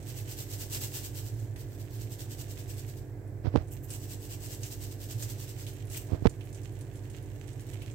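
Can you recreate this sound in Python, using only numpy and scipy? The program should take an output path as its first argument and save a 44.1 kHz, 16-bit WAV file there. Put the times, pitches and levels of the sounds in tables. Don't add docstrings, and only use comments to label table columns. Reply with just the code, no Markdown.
import sys
import numpy as np
from scipy import signal
from scipy.fft import rfft, irfft
from scipy.io import wavfile

SR = 44100
rng = np.random.default_rng(int(sys.argv[2]) if len(sys.argv) > 2 else 0)


def wrap_up_sound(samples):
    columns = np.atleast_2d(samples).T
    tamed = np.clip(columns, -1, 1)
    steps = np.round(tamed * 32767).astype(np.int16)
    wavfile.write(sys.argv[1], SR, steps)


N = 350154
TIME = np.arange(N) / SR


def undb(db):
    return 10 ** (np.asarray(db) / 20)


def unit(x):
    return x / np.sqrt(np.mean(x ** 2))


def pan(db):
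    return unit(undb(np.array([[db], [-db]]) / 2))


def add(out, s, x):
    i = max(int(s * SR), 0)
    out[..., i:i + x.shape[-1]] += x[..., :max(N - i, 0)]


def colour(x, points):
    size = 16384
    hz, *sides = np.transpose(points)
    log_f = np.log(np.arange(size // 2 + 1) * SR / size + 1)
    gains = undb([np.interp(log_f, np.log(hz), db) for db in sides])
    cepstrum = irfft(np.log(gains))
    cepstrum[:, 1:size // 2] *= 2
    cepstrum[:, size // 2 + 1:] = 0
    return signal.fftconvolve(x, irfft(np.exp(rfft(cepstrum))), axes=1)[:, :N]


def walk(rate):
    steps = signal.resample_poly(rng.standard_normal(int(rate * N / SR) + 2), 8, 1)
    return unit(np.interp(TIME * rate * 8, np.arange(len(steps)), steps))


def fade(t, t60):
    return np.exp(-np.log(1000) * t / t60)


def swells(table):
    return sum(undb(db) * np.exp(-((TIME - s) / spread / 2) ** 2) for s, db, spread in table)


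def grains(rate, scatter_db):
    out = np.zeros((2, N))
    at = np.flatnonzero(rng.random(N) < rate / SR)
    size, left, right = rng.standard_normal((len(at), 3)).T
    out[:, at] = undb(scatter_db * np.clip(size, -2, 2)) * np.array([left, right])
    return out


def snaps(table, spray_t60, ring_q, crack_db, gain_db, band_hz):
    out, t = np.zeros((2, N)), TIME[:SR // 10]
    band = signal.butter(2, band_hz, "band", fs=SR, output="sos")
    for s, db, hz, pan_db in table:
        spray = rng.laplace(size=(2, len(t))) * fade(t, spray_t60)
        ring = signal.lfilter(*signal.iirpeak(hz, ring_q, fs=SR), spray)
        snap = signal.sosfilt(band, ring + undb(crack_db) * spray)
        add(out, s, snap / np.abs(snap).max() * undb(db + gain_db) * pan(pan_db))
    return out


# (frequency [Hz], level [dB])
HUM_PARTIALS = [(48.4, -52.5), (100, -44), (112.5, -51), (129, -50), (145, -57.5), (194, -67),
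                (242.3, -73.5), (290.7, -60.5), (300, -58), (339.1, -58), (387.6, -58.5), (436, -63.5),
                (484.5, -66.5), (532.9, -86), (1550, -87), (1647, -81), (1745, -80), (1892, -87),
                (2035, -81.5)]
# (frequency [Hz], left [dB], right [dB])
AIR_EQ = [(25, -16, -39), (39.7, -41, -42.5), (59.4, -14, -0.5), (73, -28, -12.5), (97.6, -15, -8.5),
          (106.8, -5.5, -0.5), (129.8, -10.5, -7.5), (169.6, -37.5, -22), (255, -20, -23.5),
          (276, -21.5, -24.5), (673, -30, -27.5), (1300, -50.5, -42.5), (1610, -39.5, -39),
          (2470, -51.5, -44), (2880, -61, -54.5), (6500, -62, -51.5), (7900, -52, -48), (9600, -63, -61),
          (11500, -54.5, -52)]


def appliance(waver_db=-0.5, drift_rad=0.1, pan_db=-5, air_db=-44, mono_below_hz=700):
    hum = 0
    for hz, db in HUM_PARTIALS:
        amplitude = np.sqrt(2) * undb(db + waver_db * walk(3.17))
        hum += amplitude * np.sin(2 * np.pi * (hz * TIME + rng.random()) + drift_rad * walk(2.56))
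    centre = signal.lfilter(*signal.butter(1, mono_below_hz, fs=SR), rng.standard_normal(N))
    wide = signal.lfilter(*signal.butter(1, mono_below_hz, "high", fs=SR), rng.standard_normal((2, N)))
    return hum * pan(pan_db) + undb(air_db) * unit(colour(centre + wide, AIR_EQ))


# (time [s], level [dB], spread [s])
DRONE_SWELLS = [(1.36, -37, 0.12), (2.01, -35.5, 0.041), (5.2, -35.5, 0.06), (7.92, -35.5, 0.072)]


def drone(hz=111, pan_db=-5):
    return swells(DRONE_SWELLS) * np.sin(2 * np.pi * (hz * TIME + rng.random())) * pan(pan_db)


# (time [s], relative level [dB], spread [s])
FINGER_RUBS = [(3.466, -32.5, 0.011), (3.550, -42.5, 0.019), (3.590, -38.5, 0.02), (6.138, -36.5, 0.021),
               (6.259, -29, 0.0066)]
# (frequency [Hz], left [dB], right [dB])
RUB_EQ = [(40, -40, 15), (150, -28, 0), (435, -29, -6.5), (647, -19, 3.5), (860, -38, -6),
          (1290, -40, -11.5), (3000, -49, -20.5), (5670, -62, -24.5), (8000, -46, -51), (15000, -64, -65)]


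def rubbing(slips_per_s=5000, gain_db=-3):
    friction = unit(colour(grains(slips_per_s, scatter_db=-3), RUB_EQ))
    return friction * swells(FINGER_RUBS) * undb(gain_db)


# (frequency [Hz], relative level [dB], t60 [s])
CASE_MODES = [(62, -11, 0.038), (95, 3, 0.043), (165, -13, 0.018), (298, 5, 0.022), (453, -4.5, 0.04),
              (810, 5, 0.008), (1420, -4, 0.0074), (4200, -15, .0015)]
# (time [s], peak [dB], contact [ms])
HAND_BUMPS = [(3.447, -20, 1.4), (3.457, -16.5, 0.66), (3.469, -15.5, 0.5), (3.475, -12.5, 2.7),
              (3.541, -15, .7), (3.548, -13.5, 1.07), (3.555, -6.5, 0.64), (3.559, -4, 0.34),
              (3.563, -8.5, 0.98), (3.575, -12, 1.9), (3.608, -24, 2.5), (6.12, -15, 0.96),
              (6.131, -12.5, 1.24), (6.146, -18.5, 0.64), (6.223, -16.5, 1.15), (6.2556, -0.5, 0.46),
              (6.260, 0.5, 0.75), (6.263, -3.5, 2.96)]
# (time [s], relative level [dB])
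SKIN_TICKS = [(3.5595, -15), (3.563, -23.5), (3.569, -24), (3.574, -21.5), (6.260, -14), (6.269, -14),
              (6.272, -13)]


def bumps(left_db=-27, tick_corner_hz=900, tick_top_hz=5000, tick_gain_db=3):
    out, t = np.zeros(N), TIME[:SR // 8]
    case = sum(undb(db) * fade(t, t60) * np.cos(2 * np.pi * hz * t) for hz, db, t60 in CASE_MODES)
    for s, db, contact_ms in HAND_BUMPS:
        age = t * 1000 / contact_ms
        push = age ** 3 * np.exp(-3 * age)
        thud = signal.fftconvolve(case, push)[:len(t)]
        add(out, s, -thud / np.abs(thud).max() * undb(db))
    slip = np.exp(-2 * np.pi * tick_corner_hz * t)
    tick = signal.lfilter(*signal.butter(2, tick_top_hz, fs=SR), slip)
    for s, db in SKIN_TICKS:
        add(out, s, -undb(db + tick_gain_db) * tick)
    return out * undb([[left_db], [0]])


# (time [s], relative level [dB])
SIMMER_RIDE = [(0, -56), (1.5, -63.5), (2.9, -57.5), (3.12, -78), (3.4, -83), (3.65, -65.5), (3.9, -67.5),
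               (5.8, -57), (6.2, -63), (6.6, -59.5), (7.25, -60.5), (7.7, -53.5), (7.94, -59.5)]
# (frequency [Hz], left [dB], right [dB])
SIZZLE_EQ = [(1000, -48, 5.5), (1930, -5, 10), (2880, -14, 8), (4280, -3, 1), (5000, -10, -3),
             (5770, -6, 1.5), (8440, -2.5, 4.5), (10300, -13, -30), (11100, -4, -5.5), (12500, -5, -4),
             (15300, -6, -6)]


def sizzle(bursts_per_s=110, flurry_hz=35, flurry_db=2, patch_db=4.5, froth_db=-6, gain_db=-2):
    fizz = 0
    for hz in np.linspace(2600, 15500, 18):
        bursts = grains(bursts_per_s, scatter_db=4) * undb(patch_db * walk(flurry_hz))
        fizz += unit(signal.lfilter(*signal.iirpeak(hz, Q=1, fs=SR), bursts))
    froth = undb(froth_db) * rng.standard_normal((2, N))
    simmer_db = np.interp(TIME, *np.transpose(SIMMER_RIDE)) + flurry_db * walk(flurry_hz)
    return unit(colour(unit(fizz) + froth, SIZZLE_EQ)) * undb(simmer_db + gain_db)


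def crackle(count=80, over_simmer_db=9, scatter_db=2, centre_hz=8800, pan_db=-5):
    times = (np.arange(count) + rng.random(count)) / count * N / SR
    rows = []
    for s, (size, octaves) in zip(times, rng.random((count, 2)) - .5):
        db = np.interp(s, *np.transpose(SIMMER_RIDE)) + over_simmer_db + scatter_db * size
        rows.append((s, db, centre_hz * 2 ** octaves, pan_db))
    return snaps(rows, spray_t60=0.051, ring_q=3.4, crack_db=-10, gain_db=3, band_hz=(2500, 13800))


# (time [s], relative peak [dB], ring [Hz], left minus right [dB])
BUBBLE_POPS = [(1.399, -50, 7130, -4), (3.275, -57, 9000, 0), (3.682, -51, 8120, -4),
               (6.2951, -41, 7500, -7.0), (6.4085, -44.5, 2820, -10), (6.451, -49, 11400, -1),
               (6.528, -45, 7820, -2), (6.5465, -43, 7160, -6.5), (6.6328, -46, 6960, -5),
               (6.809, -45, 8300, -5), (6.956, -44.5, 7900, -7), (7.099, -46.5, 7700, -7),
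               (7.1725, -50, 2860, -13), (7.5303, -48.5, 8100, -3), (7.8181, -43, 2730, -2),
               (7.9115, -46, 7300, -1)]


def pops():
    return snaps(BUBBLE_POPS, spray_t60=0.08, ring_q=4.1, crack_db=-16, gain_db=3, band_hz=(1400, 13900))


# (time [s], relative peak [dB], ring [Hz], left minus right [dB])
CLUMP_HITS = [(1.560, -36.5, 1810, -2), (3.903, -25.5, 8500, -1), (4.632, -27, 6400, -3),
              (5.224, -24, 7500, 0), (5.666, -34, 3270, -5), (5.900, -36.5, 8650, -3),
              (5.945, -34, 2200, 9), (5.958, -31.5, 2930, -2)]


def clumps():
    return snaps(CLUMP_HITS, spray_t60=0.095, ring_q=4.5, crack_db=-10, gain_db=-2, band_hz=(1400, 12000))


# (frequency [Hz], width [Hz], relative level [dB])
TUB_MODES = [(2820, 340, -1), (6300, 400, -3.5), (7700, 900, 4.5)]


def tub_hollow(knocks_per_s=1200):
    knocks = grains(knocks_per_s, scatter_db=-1)
    return unit(sum(undb(db) * signal.lfilter(*signal.iirpeak(hz, hz / width, fs=SR), knocks)
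                    for hz, width, db in TUB_MODES))


# (first throw [s], last throw [s], swings [count], first return [s],
# return over throw [dB], throw spread [s], return spread [s], brightness [dB], tub ring [dB])
SHAKE_BOUTS = [(0.095, 1.178, 6, 0.186, 0, 0.017, 0.015, -0.5, -8.5),
               (1.603, 1.811, 2, 1.733, -6, 0.011, 0.018, 1.5, -19),
               (2.02, 2.981, 6, 2.128, -1, 0.012, 0.012, -1.5, -9),
               (3.914, 4.529, 4, 4.036, -4, 0.014, 0.02, -0.5, -6),
               (4.727, 5.69, 6, 4.838, -0.5, 0.011, 0.018, -2, -10)]
# (time [s], level [dB])
SHAKE_RIDE = [(0, -48.5), (0.2, -43), (0.4, -41.5), (0.84, -34.5), (1.0, -37), (1.27, -45.5), (1.45, -52),
              (1.85, -47), (2.35, -43.5), (2.8, -46), (2.98, -50.5), (3.1, -74), (3.7, -72), (3.9, -46),
              (4.7, -40.5), (4.9, -47), (5.24, -41), (5.69, -47), (5.85, -81)]


def strokes(return_bright_db=1, pan_db=5.5, scatter_db=1.67):
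    rows = []
    for first, last, swings, first_back, back_db, spread, back_spread, bright, ring in SHAKE_BOUTS:
        for s in np.linspace(first, last, round(swings)):
            rows.append((s, 0, spread, bright, ring))
            rows.append((s + first_back - first, back_db, back_spread, bright + return_bright_db, ring))
    ride = np.transpose(SHAKE_RIDE)
    return [(s, np.interp(s, *ride) + db + rng.normal(0, scatter_db), spread, bright, pan_db, ring)
            for s, db, spread, bright, ring in rows]


# (time [s], level [dB], spread [s], brightness [dB], left minus right [dB], tub ring [dB])
TUB_TILTS = [(1.40, -58.5, 0.038, -1, 6, -12), (1.955, -55, 0.026, -4, 6, -19),
             (3.728, -49, 0.0072, 12, -1, -2), (3.845, -54.5, 0.007, 18, -1, -9),
             (3.943, -46, 0.015, 3, 0, -4), (5.939, -43, 0.016, 1, 4, -4.5),
             (5.976, -36.5, 0.0048, 5, 4, -6.5)]
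# (frequency [Hz], left [dB], right [dB])
SALT_EQ = [(474, -7, 1), (1240, -16, -6.5), (1610, -7.5, -7), (2480, -8.5, -8.5), (2730, -11.5, 2),
           (4800, -3, 1.5), (6260, -5, 3.5), (8200, -17.5, 6.5), (8600, 0, -0.5), (9460, -12.5, -16.5),
           (11130, -5.5, 1.5), (13500, -1, 3.5), (16000, -3, -4)]


def salt(grains_per_s=3500, split_hz=9500, ring_pan_db=-4, settle_t60=0.38, settle_db=-8):
    shower = unit(colour(grains(grains_per_s, scatter_db=-1), SALT_EQ))
    top = signal.lfilter(*signal.butter(2, split_hz, "high", fs=SR), shower)
    layers = np.array([shower - top, top, tub_hollow()])
    power = np.zeros((3, 2, N))
    for s, db, spread, bright_db, pan_db, ring_db in strokes() + TUB_TILTS:
        near = slice(max(int((s - .1) * SR), 0), int((s + .1) * SR))
        stroke = np.exp(-.5 * ((TIME[near] - s) / spread) ** 2) * (undb(db) * pan(pan_db)) ** 2
        power[0, :, near] += stroke * undb(-bright_db)
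        power[1, :, near] += stroke * undb(bright_db)
        power[2, :, near] += stroke * (undb(ring_db) * pan(ring_pan_db)) ** 2
    decay = fade(1 / SR, settle_t60) ** 2
    settling = undb(settle_db) ** 2 * signal.lfilter([1 - decay], [1, -decay], power)
    return np.sum(layers * np.sqrt(power + settling), axis=0)


def kitchen(x, t60=0.23, wet_db=-7):
    t = TIME[:SR // 2]
    tail = rng.standard_normal((2, len(t))) * fade(t, t60) * (t > .002)
    tail /= np.sqrt(np.sum(tail ** 2, axis=1, keepdims=True))
    return x + undb(wet_db) * signal.fftconvolve(x, tail, axes=1)[:, :N]


def scene():
    bed = appliance() + drone()
    handling = bumps() + rubbing()
    cooking = pops() + crackle() + clumps() + salt() + sizzle()
    return bed + handling + kitchen(cooking)


def record(dry, low_cut_hz=40, high_cut_hz=15850):
    thinned = signal.sosfilt(signal.butter(2, low_cut_hz, "high", fs=SR, output="sos"), dry)
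    return signal.sosfilt(signal.ellip(10, .2, 70, high_cut_hz, fs=SR, output="sos"), thinned)


dry = scene()
out = record(dry)
wrap_up_sound(out)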